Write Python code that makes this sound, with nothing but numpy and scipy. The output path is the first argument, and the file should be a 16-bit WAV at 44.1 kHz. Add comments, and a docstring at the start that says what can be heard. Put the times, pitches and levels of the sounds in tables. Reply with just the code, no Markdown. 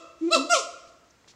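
"""A primate calls among trees: a pure low hoot, a sharp bark, a lower hoot and a second bark.
The hoots are nearly sinusoidal; the barks are vocal-fold pulses filtered by throat and mouth, arching
in pitch and turning hoarse as they fall. Trunks and foliage scatter the sound into a long tail, in
which an earlier call is still dying away at the start. Leaves rustle, a thin high chip sounds and
twigs tap over a quiet outdoor hush."""
import sys
import numpy as np
from scipy import signal
from scipy.fft import rfft, irfft
from scipy.io import wavfile
from scipy.ndimage import uniform_filter1d

SR = 44100
rng = np.random.default_rng(int(sys.argv[2]) if len(sys.argv) > 2 else 0)


def int16_out(signal):
    """Quantize to a 16-bit WAV file."""
    q = np.round(np.clip(np.atleast_2d(signal).T, -1, 1) * 32767)
    wavfile.write(sys.argv[1], SR, q.astype(np.int16))


N = 59535
TIME = np.arange(-SR, N) / SR  # starts 1 s early, so that echoes are already sounding at zero
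CUTOFF_HZ = 15700


def from_db(db):
    """Amplitude ratio of a level in decibels."""
    return 10 ** (np.asarray(db) / 20)


def unit_rms(x):
    """Normalisation to unit root-mean-square amplitude."""
    return x / np.sqrt(np.mean(x ** 2) + 1e-20)


def at_hz(points, hz):
    """Linear interpolation on a log-frequency axis."""
    freqs, values = np.transpose(points)
    return np.interp(np.log(np.maximum(hz, 1)), np.log(freqs), values)


def contours(rows):
    """Linear interpolation in time: a smoothed gate spanning the rows, then each column's contour."""
    times, *columns = np.transpose(rows)
    gate = uniform_filter1d(((TIME > times[0]) & (TIME < times[-1])) * 1., size=129)
    return [gate] + [np.interp(TIME, times, column) for column in columns]


def coloured(x, spectrum):
    """Minimum-phase filtering: folding the cepstrum gives a causal response with this spectrum."""
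    size = 4096
    gain = from_db(at_hz(spectrum, np.fft.rfftfreq(size, 1 / SR)))
    cepstrum = irfft(np.log(gain))
    cepstrum[1:size // 2] *= 2
    cepstrum[size // 2 + 1:] = 0
    return signal.fftconvolve(x, irfft(np.exp(rfft(cepstrum))))[:len(x)]


def fluctuation(hz):
    """Random modulation: low-passed noise of unit rms."""
    lowpass = signal.butter(4, hz, "low", fs=SR, output="sos")
    return unit_rms(signal.sosfilt(lowpass, rng.standard_normal(len(TIME))))


def shaped_noise(spectrum):
    """Spectral shaping of white noise, at unit rms."""
    return unit_rms(coloured(rng.standard_normal(len(TIME)), spectrum))


# ambient noise spectrum: (frequency [Hz], relative spectral density [dB])
HUSH_SPECTRUM = [(25, -36), (45, -5), (66, 1.5), (90, -1), (160, -5), (300, -2), (600, -8), (900, -10),
                 (1500, -10), (3500, -16.5), (6000, -16.5), (7200, -16.5), (8500, -26), (10000, -33.5),
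                 (15500, -35)]

def hush():
    """Stationary broadband noise: the outdoor background, strongest in the bass."""
    return from_db(-62) * shaped_noise(HUSH_SPECTRUM)


# timbre of the earlier call relative to the first: (frequency [Hz], gain [dB])
EARLIER_TIMBRE = [(330, 0), (600, -1), (1300, 1.5), (2800, 4), (4600, -6), (6500, 2.5), (12000, -6)]

def earlier_call(advance_s=.6, gain_db=2):
    """Time shift: a call like the first hoot and bark ends before zero, leaving only reverberation."""
    call = bark(BARK_1, TRACT_1, RASP_1) + hoot(HOOT_1)
    return from_db(gain_db) * np.interp(TIME + advance_s, TIME, coloured(call, EARLIER_TIMBRE))


def scatter(x, spectrum, t60, delay_s, build_s=0.0022):
    """Diffuse reverberation: dense echoes build up after a delay and decay exponentially in each band."""
    age = np.maximum(np.arange(SR) / SR - delay_s, 0)
    onset = 1 - np.exp(-age / build_s)
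    white, hz = rfft(rng.standard_normal(SR)), np.fft.rfftfreq(SR, 1 / SR)
    centres = np.geomspace(200, 14000, 15)
    response = 0
    for centre, share in zip(centres, np.eye(len(centres))):
        band = at_hz(np.c_[centres, share], hz)  # triangular weight around this centre
        decay = from_db(-60 * age / at_hz(t60, centre))
        echoes = unit_rms(irfft(white * band, SR) * onset * decay)
        band_rms = np.sqrt(np.mean(band ** 2) / SR)
        response += from_db(at_hz(spectrum, centre)) * band_rms * echoes
    return signal.fftconvolve(x, response)[:len(x)]


# scattering strength of trunks and canopy: (frequency [Hz], gain [dB])
TRUNK_GAIN = [(300, -9), (650, -8), (1300, -4.5), (2700, -11), (6000, -4), (12000, -8.5)]
CANOPY_GAIN = [(250, -30), (340, -14.5), (650, -14), (1300, -13), (2700, -16), (6000, -13.5), (12000, -14)]
# decay of their echoes: (frequency [Hz], reverberation time [s])
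TRUNK_T60 = [(300, 0.51), (1000, 0.26), (6000, 0.27), (12000, 0.16)]
CANOPY_T60 = [(300, 1.2), (650, 0.89), (1300, 1), (3000, 0.76), (7000, 0.71), (12000, 0.31)]

def tree_echoes(x):
    """Multiple scattering: near trunks return a short, early tail, the far canopy a long, later one."""
    trunks = scatter(x, TRUNK_GAIN, TRUNK_T60, delay_s=0.0037)
    canopy = scatter(x, CANOPY_GAIN, CANOPY_T60, delay_s=0.038)
    return trunks + canopy


def breath(swell_s=0.15):
    """Turbulence in the open throat: a faint hiss swells until the first bark breaks out."""
    end = BARK_1[1][0]
    swell = np.clip((TIME - end) / swell_s + 1, 0, 1) * (TIME < end)
    return from_db(-56) * swell * shaped_noise(RASP_2)


# course of each hoot and the short echo that trails it: (time [s], pitch [Hz], level [dB])
HOOT_1 = [(.204, 309.7, -65), (.214, 314.6, -34), (.228, 320.8, -25.5), (.243, 330, -23),
          (.265, 329, -25.5), (.278, 350.7, -24.5), (.291, 346.4, -22.5), (.307, 335.6, -29.5),
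          (.322, 361, -36.5), (.342, 340, -52)]
HOOT_2 = [(.346, 287.3, -51), (.360, 259, -35), (.382, 263.5, -30.5), (.411, 275, -29.5),
          (.428, 278.3, -37), (.453, 306, -36.5), (.468, 315, -50)]
# overtones of the relaxed voice: (harmonic number, level re fundamental [dB])
HOOT_HARMONICS = [(2, -35), (3, -44.5), (4, -45), (5, -53), (6, -47), (7, -42)]

def hoot(rows, strain_db=10, strain_at_s=.29, strain_width_s=.016):
    """Nearly sinusoidal phonation: faint overtones rise as the voice tightens for the first bark."""
    gate, hz, db = contours(rows)
    phase = 2 * np.pi * np.cumsum(hz) / SR
    strain = from_db(strain_db * np.exp(-((TIME - strain_at_s) / strain_width_s) ** 2))
    overtones = sum(from_db(level) * np.sin(k * phase) for k, level in HOOT_HARMONICS)
    return np.sqrt(2) * gate * from_db(db) * (np.sin(phase) + strain * overtones)


# course of each bark: (time [s], pitch [Hz], source level [dB],
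# relative level of harmonics above the second [dB], roughness [0-1], rasp level [dB])
BARK_1 = [(.299, 564.2, -50, -18, .3, -69), (.308, 595.5, -36, -3, 0.32, -53),
          (.316, 635.4, -24, -10, 0.08, -39), (.324, 664.6, -24, -3, 0.08, -38),
          (.330, 676, -22, 3, 0, -42), (.339, 670.2, -23, -6, 0.2, -33),
          (.347, 646.6, -18, -2.5, 0.14, -26.5), (.354, 608.2, -26, -17, 0.4, -28),
          (.364, 545, -23.5, -18.5, 0.75, -28), (.379, 481.7, -41.5, 5, .7, -40),
          (.395, 448, -39, -21.5, .7, -55)]
BARK_2 = [(.490, 678.1, -48, 6, 0.2158, -69), (.497, 694.7, -25.5, -2.5, 0.14, -48),
          (.508, 700.9, -23.5, -1.5, 0.096, -51), (.522, 698.7, -23.5, 3, 0.068, -55),
          (.533, 669.4, -20.5, -6.5, 0.43, -32.5), (.543, 634, -24, 2, 0.2, -27),
          (.555, 565, -25, -1, 0.44, -23.5), (.574, 525.8, -29.5, -21, 0.8, -30),
          (.584, 472.2, -38, 8, .7, -38), (.606, 405.7, -41.5, 1, 0.51, -50)]
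# transfer function of throat and mouth in each bark: (frequency [Hz], gain [dB])
TRACT_1 = [(250, -22.5), (480, 4.5), (660, -1.5), (820, -6.5), (1000, -1.5), (1330, -1), (1560, -19.5),
           (2000, -21), (2300, -25.5), (2680, 2), (3000, -15.5), (3350, -8.5), (4030, -4), (4700, -8.5),
           (5400, -10), (6000, -30.5), (6700, -16), (7400, -13.5), (8500, -22.5), (9800, -35), (12000, -42),
           (15500, -64.5)]
TRACT_2 = [(250, -4.5), (450, 0.5), (700, -1), (850, -17.5), (1050, -1), (1400, -1.5), (1600, -38),
           (2100, -16), (2800, -10), (3500, -21), (4200, -20), (4900, -13.5), (5600, -10), (6300, -13.5),
           (7000, -16), (7750, -13), (8600, -23), (9800, -31.5), (12000, -40.5), (15500, -52)]
# turbulent air in each bark: (frequency [Hz], relative spectral density [dB])
RASP_1 = [(300, -33.5), (1500, -11), (2100, -10), (2600, -9.5), (3200, 1), (4100, 3.5), (5000, -0.5),
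          (6000, -0.5), (7300, 0), (8500, -9), (9800, -19), (12000, -24.5), (15500, -56)]
RASP_2 = [(300, -43), (1600, -22.5), (2000, -6), (2400, 3), (3000, 2), (3800, 2), (4700, -2), (5800, 2),
          (7500, 0.5), (8500, -15), (9800, -16), (12000, -34), (15500, -49.5)]
# mouth resonance that stands out as each bark breaks: (time [s], centre [Hz], gain [dB])
MOUTH_FORMANT = [(.338, 3740, 2), (.349, 4120, 7.5), (.358, 4240, 2), (.526, 3590, -1.5), (.540, 3200, 6),
                 (.554, 2490, 8.5), (.572, 2300, 2)]
FORMANT_WIDTH_HZ = 420
JITTER, JITTER_HZ, SHIMMER = 0.0219, 171, 0.37  # unsteadiness of the folds at full roughness
FLUTTER, FLUTTER_HZ = 0.38, 67  # each upper harmonic wavers on its own

def bark(rows, tract, rasp):
    """Source-filter voicing: unsteady fold pulses excite the tract, with a puff of air in each cycle."""
    gate, hz, db, treble_db, roughness, rasp_db = contours(rows)
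    _, formant_hz, formant_db = contours(MOUTH_FORMANT)
    jitter = 1 + JITTER * roughness * fluctuation(JITTER_HZ)
    phase = 2 * np.pi * np.cumsum(hz * jitter) / SR
    on = gate > 1e-6
    pulses = np.cos(phase) + np.cos(2 * phase)
    for k in range(3, int(CUTOFF_HZ / hz.max()) + 4):
        boost_db = formant_db[on] * np.exp(-((k * hz[on] - formant_hz[on]) / FORMANT_WIDTH_HZ) ** 2)
        waver = 1 + FLUTTER * fluctuation(FLUTTER_HZ)[on]
        pulses[on] += from_db(treble_db[on] + boost_db) * waver * np.cos(k * phase[on])
    drive = gate * (1 + SHIMMER * roughness * fluctuation(JITTER_HZ / 2))
    voice = coloured(np.sqrt(2) * drive * from_db(db) * pulses, tract)
    puffs = rng.standard_normal(len(TIME)) * (1 + np.cos(phase))
    return voice + drive * from_db(rasp_db) * unit_rms(coloured(puffs, rasp))


# echoes from branches in the path: (delay [s])
BRANCH_DELAYS = [0.00034, .00079, .00127]

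def branch_smear(x, feedback=0.41):
    """All-pass dispersion: branches spread each pulse in time and leave its magnitude spectrum intact."""
    for delay_s in BRANCH_DELAYS:
        denominator = np.r_[1, np.zeros(int(delay_s * SR)), -feedback]
        x = signal.lfilter(denominator[::-1], denominator, x + 1e-18)
    return x


# swishes of leaves: (time [s], level [dB], hold [s])
LEAF_SWISHES = [(0.868, -60.5, 0.025), (1.275, -54, 0.035)]
# their spectrum: (frequency [Hz], relative spectral density [dB])
LEAF_SPECTRUM = [(100, 2), (500, -9), (900, -17), (2500, -6.5), (4500, -0.5), (7000, -4.5), (9000, -20),
                 (15000, -45)]

def leaves(attack_s=0.006, t60_s=0.095):
    """Amplitude-modulated noise: each rustle rises quickly, holds and decays exponentially."""
    envelope = 0
    for start, db, hold in LEAF_SWISHES:
        attack = np.clip((TIME - start) / attack_s, 0, 1)
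        envelope += attack * from_db(db - 60 * np.maximum(TIME - start - hold, 0) / t60_s)
    return envelope * shaped_noise(LEAF_SPECTRUM)


# a distant chip: (time [s], level [dB])
CHIP_PEAKS = [(1.108, -57)]
# its spectrum: (frequency [Hz], relative spectral density [dB])
CHIP_SPECTRUM = [(4000, -39), (5200, -6), (6600, -6), (8000, -41)]

def chip(width_s=0.0057):
    """Band-limited noise under a Gaussian envelope: a thin high chip, perhaps a small bird."""
    envelope = sum(from_db(db) * np.exp(-((TIME - peak) / width_s) ** 2) for peak, db in CHIP_PEAKS)
    return envelope * shaped_noise(CHIP_SPECTRUM)


# taps of twigs: (time [s], level [dB])
TWIG_TAPS = [(1.244, -54), (1.277, -52.5), (1.337, -53)]
# their spectrum: (frequency [Hz], relative gain [dB])
TWIG_SPECTRUM = [(100, -15), (500, 3.5), (1200, -3), (2000, -1.5), (4000, -25), (8000, -38), (15000, -58)]

def twigs(t60_s=0.017):
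    """Damped impacts: each contact is a fast-decaying noise burst, filtered to a dull tap."""
    envelope = sum(from_db(db - 60 * np.abs(TIME - start) / t60_s) * (TIME > start)
                   for start, db in TWIG_TAPS)
    contact = rng.standard_normal(len(TIME))
    return coloured(envelope * contact, TWIG_SPECTRUM) / np.std(coloured(contact, TWIG_SPECTRUM))


def scene():
    """Superposition of the calls, their reverberation and the quiet sounds around them."""
    barks = branch_smear(bark(BARK_1, TRACT_1, RASP_1) + bark(BARK_2, TRACT_2, RASP_2))
    calls = barks + hoot(HOOT_1) + hoot(HOOT_2) + breath()
    echoes = tree_echoes(calls + earlier_call())
    mix = calls + echoes + leaves() + twigs() + chip() + hush()
    return mix[None, -N:]


def record(dry):
    """Band limiting: an elliptic low-pass filter cuts the highest treble steeply."""
    return signal.sosfilt(signal.ellip(10, .1, 80, CUTOFF_HZ, fs=SR, output="sos"), dry)


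dry = scene()
out = record(dry)
int16_out(out)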